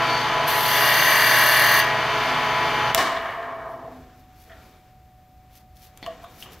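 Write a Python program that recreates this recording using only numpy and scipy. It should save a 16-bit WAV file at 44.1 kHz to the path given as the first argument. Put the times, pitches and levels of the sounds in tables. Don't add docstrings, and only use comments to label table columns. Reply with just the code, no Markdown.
import sys
import numpy as np
from scipy import signal
from scipy.fft import rfft, irfft, next_fast_len
from scipy.io import wavfile
from scipy.ndimage import uniform_filter1d, map_coordinates

SR = 44100
rng = np.random.default_rng(int(sys.argv[2]) if len(sys.argv) > 2 else 0)


def transcribe(signal):
    frames = np.atleast_2d(signal).T
    limited = np.clip(frames, -1, 1)
    pcm = np.round(limited * 32767).astype(np.int16)
    wavfile.write(sys.argv[1], SR, pcm)


def decibels_to_gain(level_db):
    exponent = np.asarray(level_db, float) / 20
    return 10 ** exponent


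N = 291060

TURN_HZ = 39.66
OFF_S, DRAG_S, STOP_S = 2.9474, 2.971, 4.282


def clock():
    return np.arange(N) / SR


def unit(x):
    return x / np.sqrt(np.mean(x ** 2) + 1e-20)


def along(points, hz):
    f, v = np.transpose(points)
    return np.interp(np.log(hz + 1), np.log(f + 1), v)


def wobble(rate_hz):
    steps = np.arange(0, N * rate_hz / SR + 1, 1 / 8)
    smooth = map_coordinates(rng.standard_normal(int(steps[-1]) + 4), [steps])
    return np.interp(clock() * rate_hz, steps, smooth)


def filtered(x, response):
    m = next_fast_len(N + SR // 2)
    return irfft(rfft(x, m) * response(np.fft.rfftfreq(m, 1 / SR)), m)[..., :N]


def coloured(x, spectrum):
    return unit(filtered(x, lambda hz: decibels_to_gain(along(spectrum, hz))))


def resonant(peaks, hz):
    total = 0
    for k, (centre, width, db) in enumerate(peaks):
        mode = 1j * hz * width / (centre * centre - hz * hz + 1j * hz * width)
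        total = total + (-1) ** k * decibels_to_gain(db) * mode
    return total


def tones(lines, drift, swell_db):
    total = 0
    for hz, db in lines:
        size = np.sqrt(2) * decibels_to_gain(db + swell_db * wobble(8.69))
        phase = 2 * np.pi * hz * clock() + drift * wobble(7) + 7 * rng.random()
        total = total + size * np.sin(phase)
    return total


def swells(rows, rise=1):
    s, db, width = np.transpose(rows)[:, :, None]
    t = clock()[::32]
    offset = np.abs((t - s) / np.where(t < s, rise * width, width))
    return np.interp(clock(), t, decibels_to_gain(db - 10 * offset ** 1.4).sum(axis=0))


def surface(memory, bumps_db, fresh):
    turn = clock() * TURN_HZ
    shape = (int(turn[-1]) + 2, round(SR / TURN_HZ))

    def wear():
        return uniform_filter1d(rng.standard_normal(shape), max(round(memory), 1), axis=0)

    bumps = unit(uniform_filter1d(wear(), size=28, axis=1, mode="wrap"))
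    grain = (unit(wear()) + fresh * rng.standard_normal(shape)) * decibels_to_gain(bumps_db * bumps)
    return grain[turn.astype(int), (turn % 1 * shape[1]).astype(int)]


def walls(x, t60_s):
    t = np.arange(SR // 2) / SR
    tail = rng.standard_normal(SR // 2) * decibels_to_gain(-60 * t / t60_s)
    return signal.fftconvolve(x, tail / np.linalg.norm(tail))[:N]


# [f/Hz, level/dB per Hz]
RUMBLE = [(12, -53.5), (20, -6.5), (70, 0.5), (128, -8.5), (145, -7), (265, -16), (367, -19.5), (414, -35),
          (608, -25), (686, -27), (759, -14), (807, -34.5), (2500, -43), (3250, -69.5), (5500, -120)]
MIC_HISS = [(880, -42), (1500, -12), (1790, -1.5), (2190, -6.5), (5280, -10.5), (9370, -16), (14800, -7),
            (16000, -17)]
# [f/Hz, level/dB rms]
APPLIANCES = [(59.2, -62.5), (80.7, -61.5), (118.4, -62), (597.5, -75), (624.5, -73), (742.9, -57),
              (1217, -80.5)]


def workshop():
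    rumble = coloured(rng.standard_normal(N), RUMBLE)
    hiss = coloured(rng.standard_normal(N), MIC_HISS)
    return decibels_to_gain(-54.5) * rumble + decibels_to_gain(-68.5) * hiss + tones(APPLIANCES, drift=.2, swell_db=0.9)


# [f/Hz, level/dB per Hz]
FABRIC = [(900, -42.5), (1800, -8.5), (3000, -5.5), (4500, -5.5), (6000, -6), (7500, -11.5), (9100, -12),
          (12400, -3.5), (14500, -9.5), (16000, -8)]
SCUFF_NOISE = [(88, -31.5), (150, -2.5), (568, -7.5), (753, -12.5), (792, -8.5), (1050, -11), (1240, -9.5),
               (8000, -28), (10400, -75.5), (17600, -120)]
# [t/s, level/dB, half-width/s]
RUSTLES = [(2.22, -56, .12), (2.45, -55, .1), (2.7, -55, .15), (3.2, -60.5, .3), (3.71, -67.5, .06),
           (3.96, -68.5, .15), (4.2, -67.5, .04), (4.42, -61, .07), (4.66, -64.5, .15), (5.565, -56, 0.04),
           (5.77, -59.5, 0.0126), (5.84, -53.5, 0.041), (5.975, -67.5, .015), (6.03, -64, 0.011),
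           (6.07, -56.5, 0.0093), (6.237, -61.5, .012), (6.15, -69, .2), (6.33, -63, 0.05),
           (6.42, -48, 0.038), (6.533, -52.5, .02), (6.59, -63.5, .04)]
SCUFFS = [(5.985, -71, 0.025), (4.0, -58, 0.406), (4.63, -56.5, 0.23), (5.25, -67.5, 0.57),
          (5.57, -66, 0.098), (5.85, -67, 0.09), (6.05, -56, 0.027), (6.2, -52, 0.23), (6.5, -50, 0.11)]


def gloves():
    steel = [(1100, 75, -5.5), (1920, 150, -6.5), (2338, 130, 9.0),  # f/Hz, width/Hz, level/dB
             (2970, 140, -6.0), (3607, 200, 8.0), (4613, 150, -0.5)]
    fibres = rng.standard_normal(N) * decibels_to_gain(2.2 * wobble(400))
    rustle = coloured(fibres, FABRIC)
    scuff = coloured(rng.standard_normal(N) * decibels_to_gain(0.77 * wobble(40)), SCUFF_NOISE)
    scuff = unit(filtered(scuff, lambda hz: 5.4 + resonant(steel, hz)))
    return swells(RUSTLES) * decibels_to_gain(3.5) * rustle + swells(SCUFFS) * decibels_to_gain(1.5) * scuff


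# [f/Hz, level/dB, t60/s]
REST = [(494, -15.5, .2), (657, 1, .14), (689, -2, .17), (1090, -12, .09), (1163, -14, .08),
        (1840, -21, .15)]
# contacts [t/s, peak/dB, tool rest ring/dB, crack/dB]; modes struck [f/Hz, level/dB, t60/s]; band top/Hz
SWITCH = [(2.9474, -7.5, -14, 0)], [(1300, -5, .008), (3510, 2, 0.013), (4600, -4.5, .008),
          (6100, -5, 0.011), (13640, -3, .0073)], 24000
LEVER = [(4.4968, -43, -3, -24), (4.518, -41.5, -11, -24), (4.567, -53, -20, -33)], [(1430, -2.5, 0.18),
         (1770, 1, .12), (3300, -8.5, 0.079)], 4000
FERRULE = [(5.9749, -26.5, -41, -9.5)], [(3500, -9, .0015), (7000, -3, .0015)], 14000
CLAMP = [(6.028, -25.5, -31, -18), (6.042, -32.5, -14, -15)], [(356, -2.5, 0.015), (800, -1, 0.01),
         (2208, -9, 0.028), (3490, -12, 0.1), (4330, -7.5, 0.054)], 4500
POST = ([(6.0631, -26.5, -9, -8.5), (6.0685, -40, 15, -20), (6.46, -40.5, -23, -30)], [(1140, 0.5, 0.041),
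        (3000, 0.5, 0.017), (1840, -2.5, 0.027)], 9300)
NUDGE = [(6.229, -39, -2, -25), (6.242, -34, -6, -22), (6.252, -48, 3, -27)], [(1150, 4, 0.028),
         (3560, -19, 0.27)], 5000
TAP = [(6.4247, -29, -31, -8), (6.4315, -33, -31, -20)], [(3050, 0, .022)], 9000


def struck(noise, hz, level_db, t60_s, t):
    clack = decibels_to_gain(-2.0) * (1 - 7 * hz * t) * np.exp(-7 * hz * t)
    band = signal.butter(2, [.92 * hz, 1.09 * hz], "band", fs=SR, output="sos")
    rough = unit(signal.sosfilt(band, noise))
    ring = 0.49 * np.sin(2 * np.pi * hz * t) + 0.61 * rough
    return decibels_to_gain(level_db) * (clack + decibels_to_gain(-60 * t / t60_s) * ring)


def rest_ring(jitter, t):
    total = 0
    for k, (hz, db, t60_s) in enumerate(REST):
        decay = decibels_to_gain(db + 1.2 * jitter[k] - 60 * t / t60_s)
        total = total + decay * (-1) ** k * np.sin(2 * np.pi * hz * t)
    return (1 - np.exp(-t / 0.0027)) ** 3 * total


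def knocks():
    out, t = np.zeros(N + SR), np.arange(SR // 3) / SR
    for contacts, modes, top_hz in (SWITCH, LEVER, FERRULE, CLAMP, POST, NUDGE, TAP):
        lowpass = signal.butter(2, min(top_hz, .45 * SR), fs=SR, output="sos")
        for s, db, rest_db, crack_db in contacts:
            noise = rng.standard_normal((3, len(t)))
            sound = decibels_to_gain(crack_db - 60 * t / 0.0073) * (noise[0] - 0.19 * np.roll(noise[0], 2))
            for hz, level_db, t60_s in modes:
                sound = sound + struck(noise[1], hz, level_db, t60_s, t)
            sound = signal.sosfilt(lowpass, sound)
            hit = decibels_to_gain(db) * (sound + decibels_to_gain(rest_db) * rest_ring(noise[2], t))
            out[round(s * SR):][:len(t)] += hit
    return out[:N]


# [t/s, level/dB, time to rise 10 dB/s, t60/s, f/Hz]
SQUEAKS = [(.1, -40, .07, .7, 4500), (.2, -44, .03, .3, 4490), (2.24, -52, .1, .6, 6280),
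           (2.28, -48, .08, .4, 4470)]


def squeak(hiss):
    t, total = clock(), 0
    for s, db, rise_s, t60_s, hz in SQUEAKS:
        gain = decibels_to_gain(db + np.where(t < s, 10 * (t - s) / rise_s, -60 * (t - s) / t60_s))
        total = total + gain * (tones([(hz, 1.5)], drift=3.6, swell_db=5.0) + decibels_to_gain(-0.5) * hiss)
    return total


# [f/Hz, level/dB per Hz]
DRAG = [(35, -55.5), (60, -26), (139, -7.5), (172, -16), (408, -6.5), (666, -8.5), (1380, -6.5),
        (1580, -5.5), (2520, -13.5), (4030, -12.5), (16000, -25.5)]
# [f/Hz, width/Hz, level/dB]
BED = [(272, 6.7, -22), (420, 22, -3.5), (678.6, 38, 4.5), (1070, 110, 6), (1270, 60, -8.5),
       (1588, 36, 0.5), (1843, 140, -7.5), (2270, 45, 4), (2750, 13, -15), (2930, 65, 3.5)]
# [f/Hz, level/dB, t60/s]
GRAB = [(600, -18, 0.95), (1808, -19, 1.62), (4200, -16.5, 0.62), (9946, -21.5, .45)]
# [t/s,
# level/dB, half-width/s]
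UPPER_SWEEPS = [(3.0, -35, .08), (3.15, -28.5, 0.11), (3.4, -32.5, 0.15), (3.55, -39, 0.081),
                (3.68, -37.5, 0.17), (3.86, -43, 0.082), (4.0, -58, 0.064)]
LOWER_SWEEPS = [(.2, -43, 0.21), (2.3, -37, 0.12), (3.05, -43, 0.062), (3.17, -48.5, 0.11),
                (3.49, -49, 0.098), (3.77, -51, 0.11), (3.96, -45.5, 0.085), (4.19, -57.5, .04),
                (4.28, -61, .04)]


def coasting():
    rub = rng.standard_normal(N) * decibels_to_gain(.7 * wobble(35) + .9 * wobble(150))
    rub = unit(filtered(rub, lambda hz: decibels_to_gain(along(DRAG, hz)) * (0.41 + resonant(BED, hz))))
    hz, t, z = signal.stft(rub, SR, nperseg=128)
    hz, since = hz[:, None], t - DRAG_S
    speed = np.clip(1 - since / (STOP_S - DRAG_S), 1e-4, 1)
    over = hz / (3890 * speed ** 1.4)
    shelf = decibels_to_gain(2 * -11.5) / (1 + over ** 2)
    steady = decibels_to_gain(-31.5) * speed ** 0.41 * np.sqrt(1 / (1 + over ** 5.5) + shelf)
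    grab_db, t60_s = (along(np.array(GRAB)[:, [0, k]], hz) for k in (1, 2))
    grab = decibels_to_gain(grab_db - 60 * np.abs(since) / t60_s)
    gain = np.clip(since / 0.0064, 0, 1) * np.hypot(steady, grab)
    rub = signal.istft(z * gain, SR, nperseg=128)[1][:N]
    upper_tones = tones([(442, -14.0), (660, -1.0), (682, -8.0)], drift=2.5, swell_db=-2.5)
    upper = swells(UPPER_SWEEPS, rise=0.22) * upper_tones
    lower = swells(LOWER_SWEEPS, rise=.8) * tones([(256, 0)], drift=.6, swell_db=.4)
    return rub + (clock() > OFF_S) * upper + lower


# [t/s, level/dB]
PRESSURE = [(.455, -34), (.48, 0), (.525, -5), (.6, -2.5), (.75, -.5), (1.6, 0), (1.765, -2), (1.8, 0),
            (1.815, -16), (1.9, -30)]


def pressure():
    s, db = np.transpose(PRESSURE)
    return decibels_to_gain(np.interp(clock(), s, db, -120, -120))


def vibrating(full_db, short_db, recover_s, linger_s):
    dip_s = 0.62
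    held = filtered(pressure(), lambda hz: 1 / (1 + 2j * np.pi * hz * linger_s))
    return held * decibels_to_gain(full_db - short_db * np.exp(-np.abs((clock() - dip_s) / recover_s) ** 0.56))


# [f/Hz, level/dB per Hz]
SCRATCH = [(2000, -30), (2800, -2), (3900, -24), (5200, -18.5), (7000, -21.5), (8500, -16.5), (9500, -16),
           (10700, -8.5), (11150, -17), (12200, -1.5), (13600, -10.5), (14100, -11.5), (14400, -23),
           (15200, -21.5), (15600, -17.5), (16000, -20.5)]
# [f/Hz, width/Hz, level/dB]
SHAFT = [(3425, 31, -5), (4230, 120, -10.5), (4600, 40, -7.5), (5570, 19, -11.5), (5600, 58, -12),
         (6230, 25, -4.5), (8540, 24, -11.5), (10960, 48, -5.5), (10720, 120, -16), (11200, 43, -13),
         (11900, 30, -21.5), (12650, 37, -7), (13750, 150, -13.5), (15520, 90, -13)]
BLANK = [(603, 30, 1), (1150, 200, -6), (1452, 72, -4), (1697, 350, 1.5), (2040, 110, 4), (2080, 89, 1),
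         (2344, 60, -1.5), (2793, 46, -1.5), (3200, 240, -9.5)]
# [f/Hz, level/dB rms]
SINGING = [(1071, -31.5), (1109, -30.5), (1233, -38.5), (1276, -40), (1357, -46), (1507, -39),
           (1547, -42.5), (1626, -35.5), (1666, -40), (1705.4, -31), (1745, -33.5), (1784.7, -39.5),
           (1903.7, -25), (1943.3, -29.5), (2022.7, -34.5), (2045, -34.5), (2062.3, -36.5), (2126, -39.5),
           (2229, -36.5), (2299, -41.5), (2379, -38), (2627, -47.5), (2767, -30.5), (2859, -37.5)]
SQUEALS = [(4107, -43), (5362, -60), (10912, -60), (11337, -58), (11499, -45.5), (11892, -48),
           (12252, -41.5)]
WHISTLE = [(4630, -38.5), (4657, -45), (6245, -40.5), (6262, -47)]
# [f/Hz, level/dB rms, place in turn 0-1]
CHIRPS = [(1824.4, -32, .48), (4710, -35, .48), (12210, -42, .19)]


def high_spot(place):
    angle = 2 * np.pi * (TURN_HZ * clock() - place) + .12 * wobble(6)
    return unit(np.exp(2.6 * np.cos(angle)))


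def pencil():
    scratch = coloured(surface(memory=14, bumps_db=3.5, fresh=1.0), SCRATCH)
    ring = unit(filtered(surface(memory=14, bumps_db=4.5, fresh=.3), lambda hz: resonant(SHAFT, hz)))
    runout = 1 + .9 * np.sin(2 * np.pi * TURN_HZ * clock() + 0.25 * wobble(2.7))
    squeal = decibels_to_gain(27.5) * runout * tones(SQUEALS, drift=1.0, swell_db=0.5)
    lead = tones(WHISTLE, drift=1.6, swell_db=1.9)
    for hz, db, place in CHIRPS:
        lead = lead + high_spot(place) * tones([(hz, db)], drift=.7, swell_db=.6)
    hum = surface(memory=34, bumps_db=3.0, fresh=0.76)
    hum = unit(filtered(hum, lambda hz: np.abs(resonant(BLANK, hz)) ** 1.2))
    song = decibels_to_gain(17.5) * tones(SINGING, drift=.55, swell_db=.6)
    ring_gain = vibrating(full_db=-27, short_db=14, recover_s=0.039, linger_s=.005)
    lead_gain = vibrating(full_db=1, short_db=11.5, recover_s=0.15, linger_s=.025)
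    hum_gain = vibrating(full_db=-21, short_db=21.5, recover_s=0.03, linger_s=0.08)
    return (decibels_to_gain(-28.5) * pressure() * scratch
            + ring_gain * (decibels_to_gain(-3) * ring + pressure() * squeal)
            + lead_gain * lead
            + hum_gain * (decibels_to_gain(0.5) * hum + song))


# [f/Hz, level/dB rms]
ORDERS = [(209.9, -59), (253.0, -49), (328.4, -46.5), (425.3, -41.5), (479.1, -45), (640.6, -37.5),
          (656.8, -40), (678.3, -39.5), (759.0, -41.5), (850.6, -33), (870, -42.5), (969, -47.5),
          (995.9, -30.5), (1026, -46), (1066, -40.5), (1114, -38.5), (1157, -47), (1238, -39),
          (1276, -43.5), (1357, -37.5), (1491, -40), (1626, -42), (1707, -39), (1771, -41), (1911, -38),
          (2056, -50.5), (2132, -38.5), (2213, -52), (2336, -39), (2993, -42.5), (3085, -41.5), (3225, -49),
          (3488, -53)]
MAINS = [(119.8, -42), (144.5, -43)]
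# [f/Hz, level/dB per Hz]
WHIRR = [(15, -62), (25, -17.5), (86, -18.5), (128, -12), (291, -15), (431, -11), (559, -10.5), (651, -11),
         (921, -8), (1000, -4.5), (1170, -6.5), (3040, -12), (4500, -32), (5850, -49), (9900, -120)]
BEARING = [(2060, -27.5), (3500, 0.5), (3870, -5.5), (4630, -2), (5250, -11), (5600, -11.5), (5950, -13),
           (6300, -8), (6800, -19), (7900, -23.5), (10100, -26), (11600, -21), (13500, -27), (16000, -31.5)]
# [f/Hz, width/Hz, level/dB]
CASTING = [(272, 6.7, -21.5), (454, 34, -14), (685, 38, 2.5), (1081, 110, 5), (1315, 34, -8),
           (1700, 24, -2.5), (2218, 14, -10), (2700, 58, -25)]


def motor():
    t = clock() - OFF_S
    sag_db = -8 * np.clip(1 + t / 0.042, 0, 1)
    runout_db = -60 * t / 0.2
    running = decibels_to_gain(np.where(t < 0, sag_db, runout_db)) * (clock() < DRAG_S)
    noise = coloured(surface(memory=10, bumps_db=0.0, fresh=1.7), WHIRR)
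    ringing = unit(filtered(noise, lambda hz: 0.761 + resonant(CASTING, hz)))
    hiss = coloured(surface(memory=6, bumps_db=0.0, fresh=1.8), BEARING)
    free_gain = decibels_to_gain(-39 + .5 * wobble(3.3))
    loaded_gain = vibrating(full_db=-33, short_db=4.0, recover_s=0.59, linger_s=0.024)
    orders = tones(ORDERS, drift=1.66, swell_db=2.0) + tones(MAINS, drift=.25, swell_db=.8)
    body = decibels_to_gain(-25.5) * ringing + decibels_to_gain(-0.5) * orders
    return running * (body + decibels_to_gain(2.0) * (free_gain + loaded_gain) * hiss), running * hiss


# [f/Hz, left lean -1..1, unrelated part/dB]
PAIR = [(350, 0, -62), (700, 0, -35.5), (1710, 0.02, -23.5), (2750, 0.072, -20.5), (4300, 0.33, -14),
        (4900, .33, -9), (5400, .22, -9), (6300, 0.47, -12), (7400, .01, -15), (8500, 0, -23.5),
        (10200, -.1, -10), (11200, -.05, -21), (12200, -.12, -15), (13300, -.05, -26), (15500, 0, -38.5)]


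def scene():
    hits = knocks()
    lathe, hiss = motor()
    echo = filtered(walls(hits, t60_s=0.45), lambda hz: 1 / (1 + 1j * hz / 5000))
    mid = workshop() + gloves() + hits + decibels_to_gain(-4) * echo + squeak(hiss) + coasting() + pencil() + lathe
    lean, apart_db = (np.array(PAIR)[:, [0, k]] for k in (1, 2))
    side = filtered(mid, lambda hz: along(lean, hz))
    side = side + filtered(walls(mid, t60_s=.3), lambda hz: decibels_to_gain(along(apart_db, hz)))
    return np.array([mid + side, mid - side])


def band_limit(x):
    return signal.sosfilt(signal.butter(12, 16860, fs=SR, output="sos"), x)


def record(dry):
    top, band_hz = .98, 15760
    soft = dry / (1 + np.abs(dry / top).max(axis=0) ** 6) ** (1 / 6)
    return band_limit(filtered(soft, lambda hz: hz < band_hz))


dry = scene()
out = record(dry)
transcribe(out)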